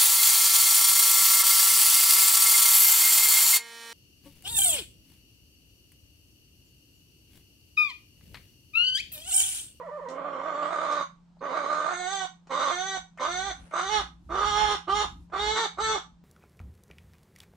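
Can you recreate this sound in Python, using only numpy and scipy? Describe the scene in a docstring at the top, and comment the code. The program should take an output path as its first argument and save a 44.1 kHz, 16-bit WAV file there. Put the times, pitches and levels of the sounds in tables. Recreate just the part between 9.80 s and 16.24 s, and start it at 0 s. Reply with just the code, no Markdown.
"""In a backyard run a second hen warbles softly, as falling notes with a few strong harmonics.
Then a hen cackles: one long rasping growl, and eight shorter, shriller calls that start hoarse and break
into a clear tone. Her voice is a buzzing membrane, shaped by a throat that changes posture.
Beaks tick on the feed now and then, as short bursts of noise; later feathers stir the air as low gusts.
Coop and fence echo the birds; a motor's hum and the noise of still air last throughout."""
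import sys
import numpy as np
from scipy import signal
from scipy.fft import rfft, irfft
from scipy.io import wavfile
from scipy.ndimage import uniform_filter1d

SR = 44100
rng = np.random.default_rng(int(sys.argv[2]) if len(sys.argv) > 2 else 0)


def pcm_store(signal):
    """Save signal as 16-bit PCM."""
    levels = np.round(np.clip(np.atleast_2d(signal), -1, 1) * 32767)
    wavfile.write(sys.argv[1], SR, levels.astype(np.int16).T)


N = 284004
T = np.arange(N) / SR  # time of every sample, s

# the cackling hen's head: [t/s, beak opening 0-1, left minus right level/dB before each pitch takes its share]
HEAD = [(.3, 0.29, -5.5), (2.5, 0.2, -6), (3.6, 0.09, -4), (4.0, 0.28, -4), (4.12, 0.9, -5),
        (4.7, 0.84, -5.5), (5.2, 1, -5), (5.65, 0.44, -5), (6.1, 0.69, -3)]
# puffs of air stirred by feathers: [middle t/s, half length/s, level at the middle/dB]
RUFFLE = [(3.206, 0.045, -58), (3.5, 0.1, -60), (3.68, 0.11, -48.5), (3.83, 0.053, -53.5),
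          (4.18, 0.09, -44), (4.33, 0.054, -57.5), (4.532, 0.11, -45), (4.72, 0.077, -40.5),
          (4.88, 0.089, -41), (5.17, 0.067, -42), (5.31, 0.053, -41.5), (5.42, .05, -45.5),
          (5.66, 0.1, -45), (6.08, 0.088, -46), (6.3, 0.092, -61)]
WANDERS_PER_S = 14  # how fast the hen's pitch, neck and loudness wander


def from_db(db):
    """Turn decibels into gain."""
    return 10 ** (np.asarray(db) / 20)


def rms_one(x):
    """Scale to an rms (average strength) of 1."""
    return x / np.sqrt(np.mean(x ** 2) + 1e-20)


def in_time(rows):
    """Draw straight lines between rows that start with a time; give each column at every sample."""
    s, *columns = np.transpose(rows)
    return [np.interp(T, s, column) for column in columns]


def butter(x, hz, kind, order=2):
    """Filter with a Butterworth filter that only looks back in time."""
    return signal.sosfilt(signal.butter(order, hz, kind, fs=SR, output="sos"), x)


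def drift(rate):
    """Random wander of spread 1, up to about rate changes a second."""
    settled = butter(rng.standard_normal(N + SR), rate, "low")[SR:]  # drop the filter's first second
    return rms_one(settled)


def coloured_noise(points):
    """Noise of rms 1 whose spectrum follows the points [f/Hz, level per Hz/dB] and fades outside them."""
    hz, db = np.transpose(points)
    bins = np.maximum(np.fft.rfftfreq(N, 1 / SR), 1)
    gain = from_db(np.interp(np.log(bins), np.log(hz), db))
    gain = gain / (1 + (bins / hz[-1]) ** 8) * np.minimum(bins / hz[0], 1)
    return rms_one(irfft(rfft(rng.standard_normal(N)) * gain, N))


def swells(rows):
    """Strength of soft gestures that swell and die away evenly."""
    return sum(from_db(db) * np.exp(-((T - s) / half_s) ** 2) for s, half_s, db in rows)


def panned(x, pan_db):
    """Place a sound by its left minus right level."""
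    return x * from_db(np.array([[.5], [-.5]]) * pan_db)


def hen(attack_s=0.019, release_s=0.0014, flutter_db=1.0, unsteady_db=1.07):
    """The cackle in stereo: a membrane buzzes, the throat colours it, and the turning head moves it sideways."""
    # calls, each starting as a growl: [start t/s, end t/s, growl level/dB, growl swell/dB per s,
    # growl rasp (0 = clear, about 1 = harsh), rasp added at the end]
    cackle = [ (0.279, 1.228, -44.5, 11.5, 0.97, 0.045), (1.612, 2.454, -37, 4.5, 1.04, 0.31),
              (2.701, 3.175, -30, -1, 0.93, 0.21), (3.396, 3.716, -27.5, -26, .9, 0.27),
              (3.926, 4.219, -31, 14, 0.9, 0.39), (4.496, 4.957, -33.5, 23.5, 0.78, 0.28),
              (5.076, 5.254, -30, -0.5, 0.78, 0.75), (5.525, 5.866, -32, 0.5, .85, 0.37),
              (5.976, 6.182, -31.5, -5, 0.75, 0.54), ]
    # pitch of each call, creeping up in the growl, leaping at the break, arching and dropping: [t/s, f/Hz]
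    contours = [
        [(.282, 259.6), (.335, 258), (.385, 283), (.42, 273.1), (.6, 286), (.7, 309.2), (.78, 295), (.9, 310.6),
         (1.07, 308.4), (1.15, 294), (1.223, 286.4)],
        [(1.614, 254.6), (1.76, 286.3), (1.94, 299.5), (2.06, 326.6), (2.12, 354.4), (2.2, 359.4),
         (2.26, 365.3), (2.33, 396.2), (2.41, 380.6), (2.453, 361)],
        [(2.701, 253.2), (2.8, 282.5), (2.908, 284.1), (2.916, 350), (2.96, 354.5), (3.01, 372), (3.09, 388),
         (3.15, 383.2), (3.174, 366)],
        [(3.393, 246.8), (3.43, 283.3), (3.468, 295.2), (3.478, 336.3), (3.51, 353.4), (3.57, 366.4),
         (3.6, 374.2), (3.675, 397.4), (3.7, 382.7), (3.714, 363)],
        [(3.927, 313.2), (3.99, 337.5), (4.04, 382.5), (4.08, 384.9), (4.1, 422.4), (4.135, 428.7),
         (4.19, 413.3), (4.217, 380)],
        [(4.499, 311.4), (4.55, 389), (4.62, 410), (4.68, 419.8), (4.72, 412.2), (4.82, 425), (4.88, 417),
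         (4.935, 412.3), (4.956, 369.7)],
        [(5.078, 318.7), (5.1, 387.2), (5.14, 407.5), (5.17, 418.6), (5.2, 417.4), (5.23, 420), (5.252, 349.6)],
        [(5.527, 348), (5.57, 394.2), (5.6, 414.1), (5.67, 421.6), (5.73, 441.2), (5.81, 455.3), (5.845, 440.2),
         (5.868, 392.2)],
        [(5.978, 344), (6, 409.8), (6.02, 441), (6.07, 438.9), (6.12, 434.3), (6.15, 429.7), (6.185, 340)],
    ]
    # three high throat resonances that glide as the neck stretches and shortens:
    # [t/s, middle f/Hz, upper f/Hz, top f/Hz, boost of the upper/dB, boost of the top/dB]
    neck = [ (.4, 3250, 5500, 7060, -18, -3), (.56, 3300, 5530, 7300, 0, 1),
            (.7, 3451, 5850, 7100, -4, 10.5), (.84, 3395, 6260, 7400, -10, 9),
            (.93, 3588, 6600, 8300, 0, 8), (1.06, 3697, 6550, 8300, -1, -3),
            (1.22, 3872, 6331, 7950, 1, -2.5), (1.62, 3780, 6400, 7900, -0.5, -6),
            (1.92, 3900, 6557, 8100, 2, 3), (2.17, 3730, 6520, 7900, 5.5, 8),
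            (2.3, 3580, 6283, 7800, 0, 4.5), (2.45, 3430, 6150, 7600, -3, 3), (2.7, 3666, 6150, 7540, 1, 5),
            (2.9, 3695, 6185, 7916, 0, 1.5), (3.0, 3550, 6200, 7590, 1, -3.5),
            (3.17, 3540, 6140, 7600, 0.5, 3), (3.4, 3664, 6180, 7677, 2, 1),
            (3.71, 3650, 6253, 7790, -0.5, -3.5), (3.93, 3650, 6193, 7955, 7, 12.5),
            (4.08, 3640, 6150, 7648, 0, -5), (4.12, 3700, 5860, 7100, 7.5, 3),
            (4.21, 3550, 5690, 6794, -5, -10), (4.5, 3515, 5894, 7310, 2.5, 4),
            (4.68, 3450, 5790, 7255, -1, -0.5), (4.8, 3428, 5580, 6697, 1.5, -1.5),
            (4.95, 3400, 5498, 6800, 0.5, -5), (5.08, 3137, 5404, 6590, -14, -7),
            (5.13, 3190, 5450, 6750, -2, -2), (5.17, 3556, 5650, 6830, 8, 7.5),
            (5.25, 3550, 5717, 6910, -2, -1.5), (5.53, 3620, 5740, 7300, -6, 3.5),
            (5.62, 3660, 5738, 7250, -10, -8.5), (5.75, 3730, 6010, 7506, -3.5, 2.5),
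            (5.86, 3720, 6090, 7660, -3.5, -5), (5.98, 3915, 6200, 7933, -0.5, 6),
            (6.08, 3750, 6095, 7550, 0, 6), (6.18, 3480, 5800, 7450, -1.5, 0), ]
    # how much of the head's sideways level each frequency shows: [f/Hz, share]
    shadow = [(400, 0.2), (520, 0.7), (700, 2.5), (1300, 0.5), (2300, 0.87), (4500, 0.02), (8000, 0)]
    tone_wander, growl_wander, neck_wander = 0.003, .036, 0.0054  # shares of the pitch or frequency
    # the growl's low resonances rise with its pitch and shake
    ring_rest_hz, ring_limit, ring_follows, ring_shake = 286, 1.14, .55, .03
    window = dict(nperseg=512, noverlap=384)

    gate = sum(np.clip((T - start) / attack_s + 0.38, 0, 1) * np.clip((end - T) / release_s + 1, 0, 1)
               for start, end, *_ in cackle)
    calls = np.vstack([call(contour, *row) for contour, row in zip(contours, cackle)])
    pitch, rasp, growl, *levels_db = in_time(calls)
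    opening, pan_db = in_time(HEAD)
    rasp = np.clip(rasp, 0, 1.2)
    growl, opening = np.clip(growl, 0, 1), np.clip(opening, 0, 1)
    pitch = pitch * (1 + (tone_wander + growl_wander * rasp ** 2) * drift(WANDERS_PER_S))

    # cut the buzz into short overlapping frames, so its spectrum can be shaped over time
    hz, s, frames = signal.stft(syrinx(pitch, rasp, opening), SR, **window)
    hz = np.maximum(hz, 1)[:, None]
    curves = (*levels_db, growl, opening, pan_db, pitch, drift(WANDERS_PER_S))
    *levels_db, growl, wide, pan, note, bob = (np.interp(s, T, curve) for curve in curves)
    *neck_hz, upper_db, top_db = (np.interp(s, T, curve) for curve in in_time(neck))
    neck_hz = np.array(neck_hz) * (1 + neck_wander * bob)
    ring = np.minimum(note / ring_rest_hz, ring_limit) ** ring_follows
    ring = ring * (1 + ring_shake * np.interp(s, T, drift(45)))

    frames = frames * throat(hz, growl, wide, neck_hz, upper_db, top_db, ring)
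    frames = registers(frames * near_echo(hz, s), hz, note, levels_db)
    pan = pan * np.interp(hz, *np.transpose(shadow))
    voice = signal.istft(frames * from_db([pan / 2, -pan / 2]), SR, **window)[1][:, :N]
    return voice * gate * from_db(flutter_db * rasp * drift(82) + unsteady_db * drift(WANDERS_PER_S))


def call(contour, start, end, growl_db, swell_db, growl_rasp, end_rasp, growl_posture=0.79, end_posture=0.75):
    """One call: effort drives a growl, breaks turn it into tones, and it ends hoarse, fading if the beak is open.

    Rows: (s, pitch Hz, rasp, share of the growl's throat, fundamental dB, chest dB, mouth dB, treble dB)."""
    # breaks into a tone or a new colour, which lasts until the next break or the call's end:
    # [t/s, time the break takes/s, chest level halfway through the tone's swell/dB, rasp 0-1,
    # share of the growl's throat 0-1, fundamental re chest/dB,
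    # mouth band re chest/dB, treble re chest/dB (both before their swells)]
    breaks = [ (2.132, 0.068, -40, 0.17, 0.01, -8.5, -5.5, -8),
              (2.278, 0.05, -38.5, 0.04, 0.17, -12.5, -6, -6),
              (2.914, 0.0065, -35, 0.1, 0.01, -11, -6.5, -10.5),
              (2.98, 0.024, -39, 0.07, 0.12, -10, -6, -5.5),
              (3.475, 0.0055, -37.5, 0.34, 0.6, -7, -1, -10.5), (3.505, 0.026, -38, 0.12, 0, -10, -5.5, -6),
              (4.012, 0.024, -39, 0.05, 0.36, -5.5, -4, -6.5),
              (4.099, 0.03, -35, 0.08, 0.03, -4, -1.5, -4.5),
              (4.65, 0.023, -35.5, 0.15, 0.34, -4.5, 1, -4.5),
              (4.769, 0.029, -30.5, 0.26, 0.02, -7.5, -6, -9), (4.9, 0.046, -34.5, 0.32, 0.03, 0, -1, -3.5),
              (5.097, 0.0068, -36.5, 0, 0.79, -2, 6, -8), (5.12, 0.015, -33.5, 0.01, 0.84, -2, -0.5, -10),
              (5.147, .015, -33.5, 0.1, 0, -4, -2, -6), (5.58, 0.041, -38, 0.16, 0.06, 1.5, -4, -2),
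              (5.752, .025, -35.5, 0.63, 0.11, -3.5, -2, -3), (5.803, .025, -34, 0.15, 0, -1.5, -4.5, -3),
              (6.0, 0.0084, -35, 0.04, .5, -1, -4, -7), (6.035, .02, -39, .08, 0, -1, 1.5, -2),
              (6.084, 0.058, -34, 0.19, 0.27, -1, -2.5, -6), ]
    # with the mouth band at growl_ref_db, the growl's chest and treble have these levels, before the beak's effect
    growl_ref_db, growl_chest_db, growl_treble_db = -27.5, -37, -37.5
    chest_follows, treble_follows = 0.28, 2.12  # dB per dB of effort
    rasp_limit, rasp_per_db = 1.6, .045  # most rasp at growl_ref_db, and its change per dB of effort
    scoop_s, scoop_db = 0.0516, -5.5  # the growl starts a little softer
    open_chest_db, open_fundamental_db = -3, 20.5  # change with a fully open beak
    growl_fundamental_db = -15.5  # re chest, beak closed
    band_swells_db = [2, 0, -1.5]  # change of chest, mouth and treble along a tone
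    sag_s, sag_db = 0.03, -10.5  # as the call runs out

    s = np.linspace(start, end, 300)
    opening = np.interp(s, *np.transpose(HEAD)[:2])
    effort = growl_db + scoop_db * np.exp(-(s - start) / scoop_s) + swell_db * (s - start)
    extra_db = effort - growl_ref_db
    chest = growl_chest_db + chest_follows * extra_db + open_chest_db * opening
    voice = np.array([
        np.minimum(growl_rasp, rasp_limit + rasp_per_db * extra_db),
        np.full_like(s, growl_posture),
        chest + growl_fundamental_db + open_fundamental_db * opening,
        chest,
        effort,
        growl_treble_db + treble_follows * extra_db])
    for at, break_s, db, rasp, posture, fundamental_db, mouth_db, treble_db in breaks:
        if start < at < end:
            done = np.clip((s - at) / (end - at), 0, 1)
            chest, mouth, treble = db + np.outer(band_swells_db, done - .5)
            tone = np.array([np.full_like(s, rasp), np.full_like(s, posture), chest + fundamental_db,
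                             chest, mouth + mouth_db, treble + treble_db])
            voice = voice + (tone - voice) * np.clip((s - at) / break_s + .5, 0, 1)
    rasp, posture, *levels_db = voice
    sag = np.exp(-((end - s) / sag_s) ** 2)
    fade_db = sag_db * sag ** 2 * opening
    rasp = rasp + end_rasp * sag
    posture = posture + end_posture * end_rasp * sag
    return np.transpose([s, np.interp(s, *np.transpose(contour)), rasp, posture, *(levels_db + fade_db)])


def syrinx(pitch, rasp, opening, jitter=0.062, waver=0.00291, split=0.28, smear=.21, top_hiss=0.033,
           shimmer_db=3.0):
    """A buzzing membrane; rasp scatters the timing and strength of its cycles, makes it slap and adds rushing air."""
    # slaps come at uneven moments and die down in between: mean rate, spread of the rate, fall at rasp 1
    slaps_per_s, slap_spread, slap_fall_db = 75, .4, 6.5
    wobble = jitter * rasp ** 1.293 * drift(216.4) + waver * drift(59.0)
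    phase = 2 * np.pi * np.cumsum(pitch * (1 + wobble)) / SR
    # pushed hard, the membrane repeats only every second or fourth cycle
    uneven = np.sin(phase / 2) + .6 * np.sin(phase / 4)
    phase = phase + split * opening * np.sqrt(rasp) * uneven
    # each harmonic lags differently, which spreads the pulse over its cycle
    buzz = rms_one(sum(np.cos(k * phase - smear * np.pi * k * k) for k in np.arange(1, 35)))
    puffs = rms_one(rng.standard_normal(N) * (1 + .6 * np.cos(phase)))
    air = (.06 + .75 * rasp * (1 - .35 * opening)) * puffs
    air = air + top_hiss * butter(puffs, 5500, "high", order=3)
    since_slap = np.cumsum(slaps_per_s * np.exp(slap_spread * drift(slaps_per_s))) / SR % 1
    slap_db = slap_fall_db * rasp ** 2 * (1.0 - since_slap)
    return (buzz + air) * from_db(shimmer_db * rasp * drift(180) + slap_db)


def throat(hz, growl, opening, neck_hz, upper_db, top_db, ring, boost_width_hz=900):
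    """The throat glides between three postures; stretching the neck shifts its higher resonances."""
    # throat resonances when growling, before the neck shifts them: [f/Hz, width/Hz, level/dB]
    growl_modes = [(293, 270, -19.5), (609, 270, -13), (1134, 160, 6.5), (1490, 180, -14),
                   (2120, 810, -24.5), (2885, 520, -24.5), (3513, 550, -12.5), (4550, 1400, -23.5),
                   (6170, 390, -18), (7430, 1600, -31.5), (8940, 600, -42.5)]
    # throat resonances of the clear tone, the same columns: [f/Hz, width/Hz, level/dB];
    # the last row is no throat resonance but a faint narrow band of treble near 10 kHz
    clear_bands = [(373, 500, -11), (733, 58, 1.5), (1160, 300, -1), (1472, 160, 7.5), (1880, 270, 0),
                   (2203, 160, 3), (3600, 790, 4.5), (4580, 310, -7), (6100, 325, 6.5), (7550, 680, -5),
                   (10200, 220, -38)]
    # throat resonances when shrieking, the same columns: [f/Hz, width/Hz, level/dB]
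    shriek_modes = [(367, 360, -10.5), (842, 63.8, -4.5), (1190, 430, -5.5), (1890, 430, -15),
                    (2190, 260, -24), (2972, 230, -9.5), (3645, 1230, -10), (4300, 600, -21.5),
                    (6230, 870, -19), (7420, 770, -20), (9250, 1200, -30)]
    # dips of the windpipe, the same in every posture: [f/Hz, width/Hz, depth/dB]
    notches = [(2644, 370, -6), (4920, 140, -5.5)]
    # the three high resonances with the neck at rest: [middle f/Hz, upper f/Hz, top f/Hz]
    neck_rest_hz = [3550, 6150, 7600]

    notches_db = sum(db * np.exp(-(2 * (hz - centre) / width) ** 2) for centre, width, db in notches)
    # stretch the frequency scale so that the resting resonances land where the neck puts them
    rest_scale = [0, 2300, *neck_rest_hz, 9600, SR]
    hz = np.transpose([np.interp(hz[:, 0], [0, 2300, *now, 9600, SR], rest_scale)
                       for now in np.transpose(neck_hz)])
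    boost_db = sum(db * np.exp(-(2 * (hz - centre) / boost_width_hz) ** 2)
                   for centre, db in zip(neck_rest_hz[1:], (upper_db, top_db)))
    tone = (1 - opening) * resonances(clear_bands, hz) + opening * resonances(shriek_modes, hz)
    # mostly the growl's resonances below 2 kHz follow ring
    growl_hz = hz / ring ** (1 / (1 + (hz / 2000) ** 6))
    posture = resonances(growl_modes, growl_hz) ** growl * tone ** (1 - growl)
    return from_db(notches_db + boost_db) * posture


def resonances(modes, hz, leak_db=-55, top_hz=12500):
    """Gain of steep-sided peaks side by side, with a little leaking between them."""
    power = sum(from_db(db) ** 2 / (1 + (2 * (hz - centre) / width) ** 2) ** 2
                for centre, width, db in modes)
    gain = np.sqrt(power + from_db(leak_db) ** 2)
    return gain / (1 + (255 / hz) ** 8) / (1 + (hz / top_hz) ** 4)


def near_echo(hz, s, delay_s=.0011, wander_s=.00008, depth_db=3.0):
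    """A surface near the bobbing head reflects the voice, so its higher partials swell and fade in turn."""
    delay = delay_s + wander_s * np.interp(s, T, drift(6.45))
    return from_db(depth_db * np.cos(2 * np.pi * hz * delay) / (1 + (2000 / hz) ** 6))


def registers(frames, hz, pitch, levels_db):
    """Bring the voice's fundamental, chest band (second harmonic), mouth band and treble to their levels."""
    edges_hz = (1.45 * pitch, 2.55 * pitch, 2700)
    first, second, below_treble = (1 / (1 + (hz / edge) ** 24) for edge in edges_hz)
    bands = (first, second - first, below_treble - second, 1 - below_treble)
    out = 0
    for band, db in zip(bands, levels_db):
        power = uniform_filter1d(np.sum(abs(frames * band) ** 2, axis=0), size=11)  # smoothed over 11 frames
        out = out + frames * band * from_db(db) / np.sqrt(power + 1e-18)
    return out


def second_hen(jitter=0.028, pan_db=-5.5, hiss_db=-18, air_db=-37, slur_s=0.0087):
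    """Soft, husky falling notes, slurred together: two strong harmonics under faint airy overtones."""
    # notes that leap up, hold and fall back, before they are slurred:
    # [start t/s, length/s, top f/Hz, hold as a power of time, level of the tone/dB]
    notes = [(0, 0.027, 531, 1.03, -41.5), (0.031, 0.075, 682, 1.4, -42), (0.112, 0.093, 597.4, 3.1, -41.5),
             (0.212, 0.079, 635, 0.77, -41.5)]
    # the second hen's throat resonances: [f/Hz, width/Hz, level/dB]
    throat_modes = [(563, 250, 2), (1024, 230, 0), (1900, 330, -19.5), (3200, 450, -40), (4400, 700, -52),
                    (7200, 1800, -50)]
    low_hz = 471  # every note falls towards this pitch
    pitch, gain = np.full(N, float(low_hz)), np.zeros(N)
    for start, length, top_hz, hold, db in notes:
        note = (T >= start) & (T < start + length)
        fall = .5 + .5 * np.cos(np.pi * ((T[note] - start) / length) ** hold)
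        pitch[note] = low_hz + (top_hz - low_hz) * fall
        gain[note] = from_db(db)
    pitch, gain = uniform_filter1d([pitch, gain], int(slur_s * SR))
    phase = 2 * np.pi * np.cumsum(pitch * (1 + jitter * drift(190))) / SR
    tone = sum(resonances(throat_modes, k * pitch) * np.sin(k * phase) for k in range(1, 15))
    husk = from_db(hiss_db) * rms_one(butter(rng.standard_normal(N), [500, 1250], "band", order=3))
    air = from_db(air_db) * rms_one(butter(rng.standard_normal(N), [1500, 3500], "band", order=1))
    return panned((rms_one(tone) + husk + air) * gain, pan_db)


def ticks(rise_s=0.0015, t60=0.027, level_db=-2):
    """Each tick of a beak is a short dry crack with one ring, both noise bands that die by 60 dB in t60 seconds."""
    # ticks: [start t/s, ring level before level_db and the decay/dB, ring f/Hz, ring width/octaves,
    # crack re ring level/dB]
    beak_ticks = [(0.286, -60.5, 4950, 1, 16), (0.3, -49.5, 6500, .6, -9), (1.083, -56, 5500, 1.2, -12),
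                  (1.112, -48, 4470, 1.3, -4), (1.123, -44, 5570, 0.99, 0), (1.568, -54, 706, 0.56, -29),
                  (1.592, -64, 4392, .2, -25), (2.67, -41.5, 630, 1.34, -15), (3.374, -39, 999, 1.6, -18),
                  (3.384, -32.5, 1770, 0.29, -32), (3.911, -36.5, 820, 1.646, -27),
                  (5.499, -46.5, 622, 1.4, -26)]
    out = np.zeros(N)
    for s, db, hz, octaves, crack_db in beak_ticks:
        noise = rng.standard_normal(SR // 8)
        ring = rms_one(butter(noise, [hz / 2 ** (octaves / 2), hz * 2 ** (octaves / 2)], "band"))
        crack = from_db(crack_db) * rms_one(butter(noise, [2500, 7500], "band", order=4))
        t = T[:len(noise)]
        envelope = np.minimum(t / rise_s, 1) * from_db(db + level_db - 60 * t / t60)
        at = int(s * SR)
        out[at:at + len(noise)] += (ring + crack) * envelope
    return out


def feathers(rustle_db=-30, grain_db=2.0):
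    """Feathers that stir the air also rustle faintly, and feet scuff the feed: swelling bands of noise."""
    # scuffs of the feet: [middle t/s, half length/s, level at the middle/dB]
    scuffs = [(3.85, 0.1, -60.5)]
    # spectrum of a scuff: [f/Hz, relative level per Hz/dB]
    scuff_colour = [(600, 1), (1500, -2), (4000, -12), (7000, -17), (9700, -8), (11500, -22)]
    rustle = from_db(rustle_db) * rms_one(butter(rng.standard_normal((2, N)), [1500, 11000], "band"))
    noise = np.array([coloured_noise(scuff_colour) for _ in range(2)])
    scuff = rms_one(noise * from_db(grain_db * drift(150)))  # grainy loudness
    return rustle * swells(RUFFLE) + scuff * swells(scuffs)


def yard(x, t60=0.24, tail_db=5.0, build_s=0.002, lowest_hz=1200):
    """A few sharp echoes, then a short scattered tail that holds little bass and dies by 60 dB in t60 seconds."""
    # first echoes off ground, coop and fence, a list for left and one for right: [delay/s, gain]
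    first_echoes = [
        [(.0029, -0.087), (.0083, 0.13), (.0171, 0.19)],
        [(.0026, 0.1), (.0112, 0.091), (.0233, .1)],
    ]
    t, out = T[:SR // 2], []
    for channel, echoes in zip(x, first_echoes):
        tail = butter(rng.standard_normal(len(t)), lowest_hz, "high", order=2)
        tail = tail * from_db(-60 * t / t60) * np.minimum(t / build_s, 1) ** 2
        response = from_db(tail_db) * tail / np.linalg.norm(tail)
        response[0] += 1  # the direct sound
        for delay, gain in echoes:
            response[int(delay * SR)] += gain
        out.append(signal.fftconvolve(channel, response)[:N])
    return np.array(out)


def background(hum_waver_db=2.5, air_side=0.66, ruffle_side=0.12, lump_db=0.2):
    """A distant motor's hum is a wavering sine; still air and the low gusts from feathers are coloured noise."""
    # spectrum of the feathers' gusts: [f/Hz, relative level per Hz/dB]
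    ruffle_colour = [(13, -72), (22, -17), (42, -8.5), (57, 6), (85, -9), (113, -14.5), (172, -14.5),
                     (237, -19), (260, -15), (340, -19), (570, -120)]
    # spectrum of the yard's still air: [f/Hz, relative level per Hz/dB]
    yard_air = [(25, -2), (60, -3), (110, -15.5), (180, 2), (260, -11), (500, -22.5), (900, -15.5),
                (2000, -31), (4000, -31), (8000, -38.5), (11000, -57.5), (15000, -55)]
    hum_hz, hum_db = 172.6, -58.5  # middle of the wavering pitch and level
    air_gain = from_db(-65.5)
    hum = np.sqrt(2) * np.sin(2 * np.pi * np.cumsum(hum_hz + 1.0 * drift(11)) / SR)
    hum = hum * from_db(hum_db + hum_waver_db * drift(28))
    ruffle = swells(RUFFLE) * from_db(lump_db * drift(2.0))
    # mid is shared by both ears; side is added left and taken away right, which widens the sound
    mid = air_gain * coloured_noise(yard_air) + ruffle * coloured_noise(ruffle_colour)
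    side = air_side * air_gain * coloured_noise(yard_air)
    side = side + ruffle_side * ruffle * coloured_noise(ruffle_colour)
    return np.array([hum + mid + side, hum + mid - side])


def scene():
    """The birds echo in their yard, over feathers, scuffing feet and the background."""
    return yard(hen() + second_hen() + ticks()) + feathers() + background()


def record(dry, cutoff_hz=15200):
    """Cut the top steeply."""
    return signal.sosfilt(signal.ellip(10, .1, 90, cutoff_hz, fs=SR, output="sos"), dry)


dry = scene()
out = record(dry)
pcm_store(out)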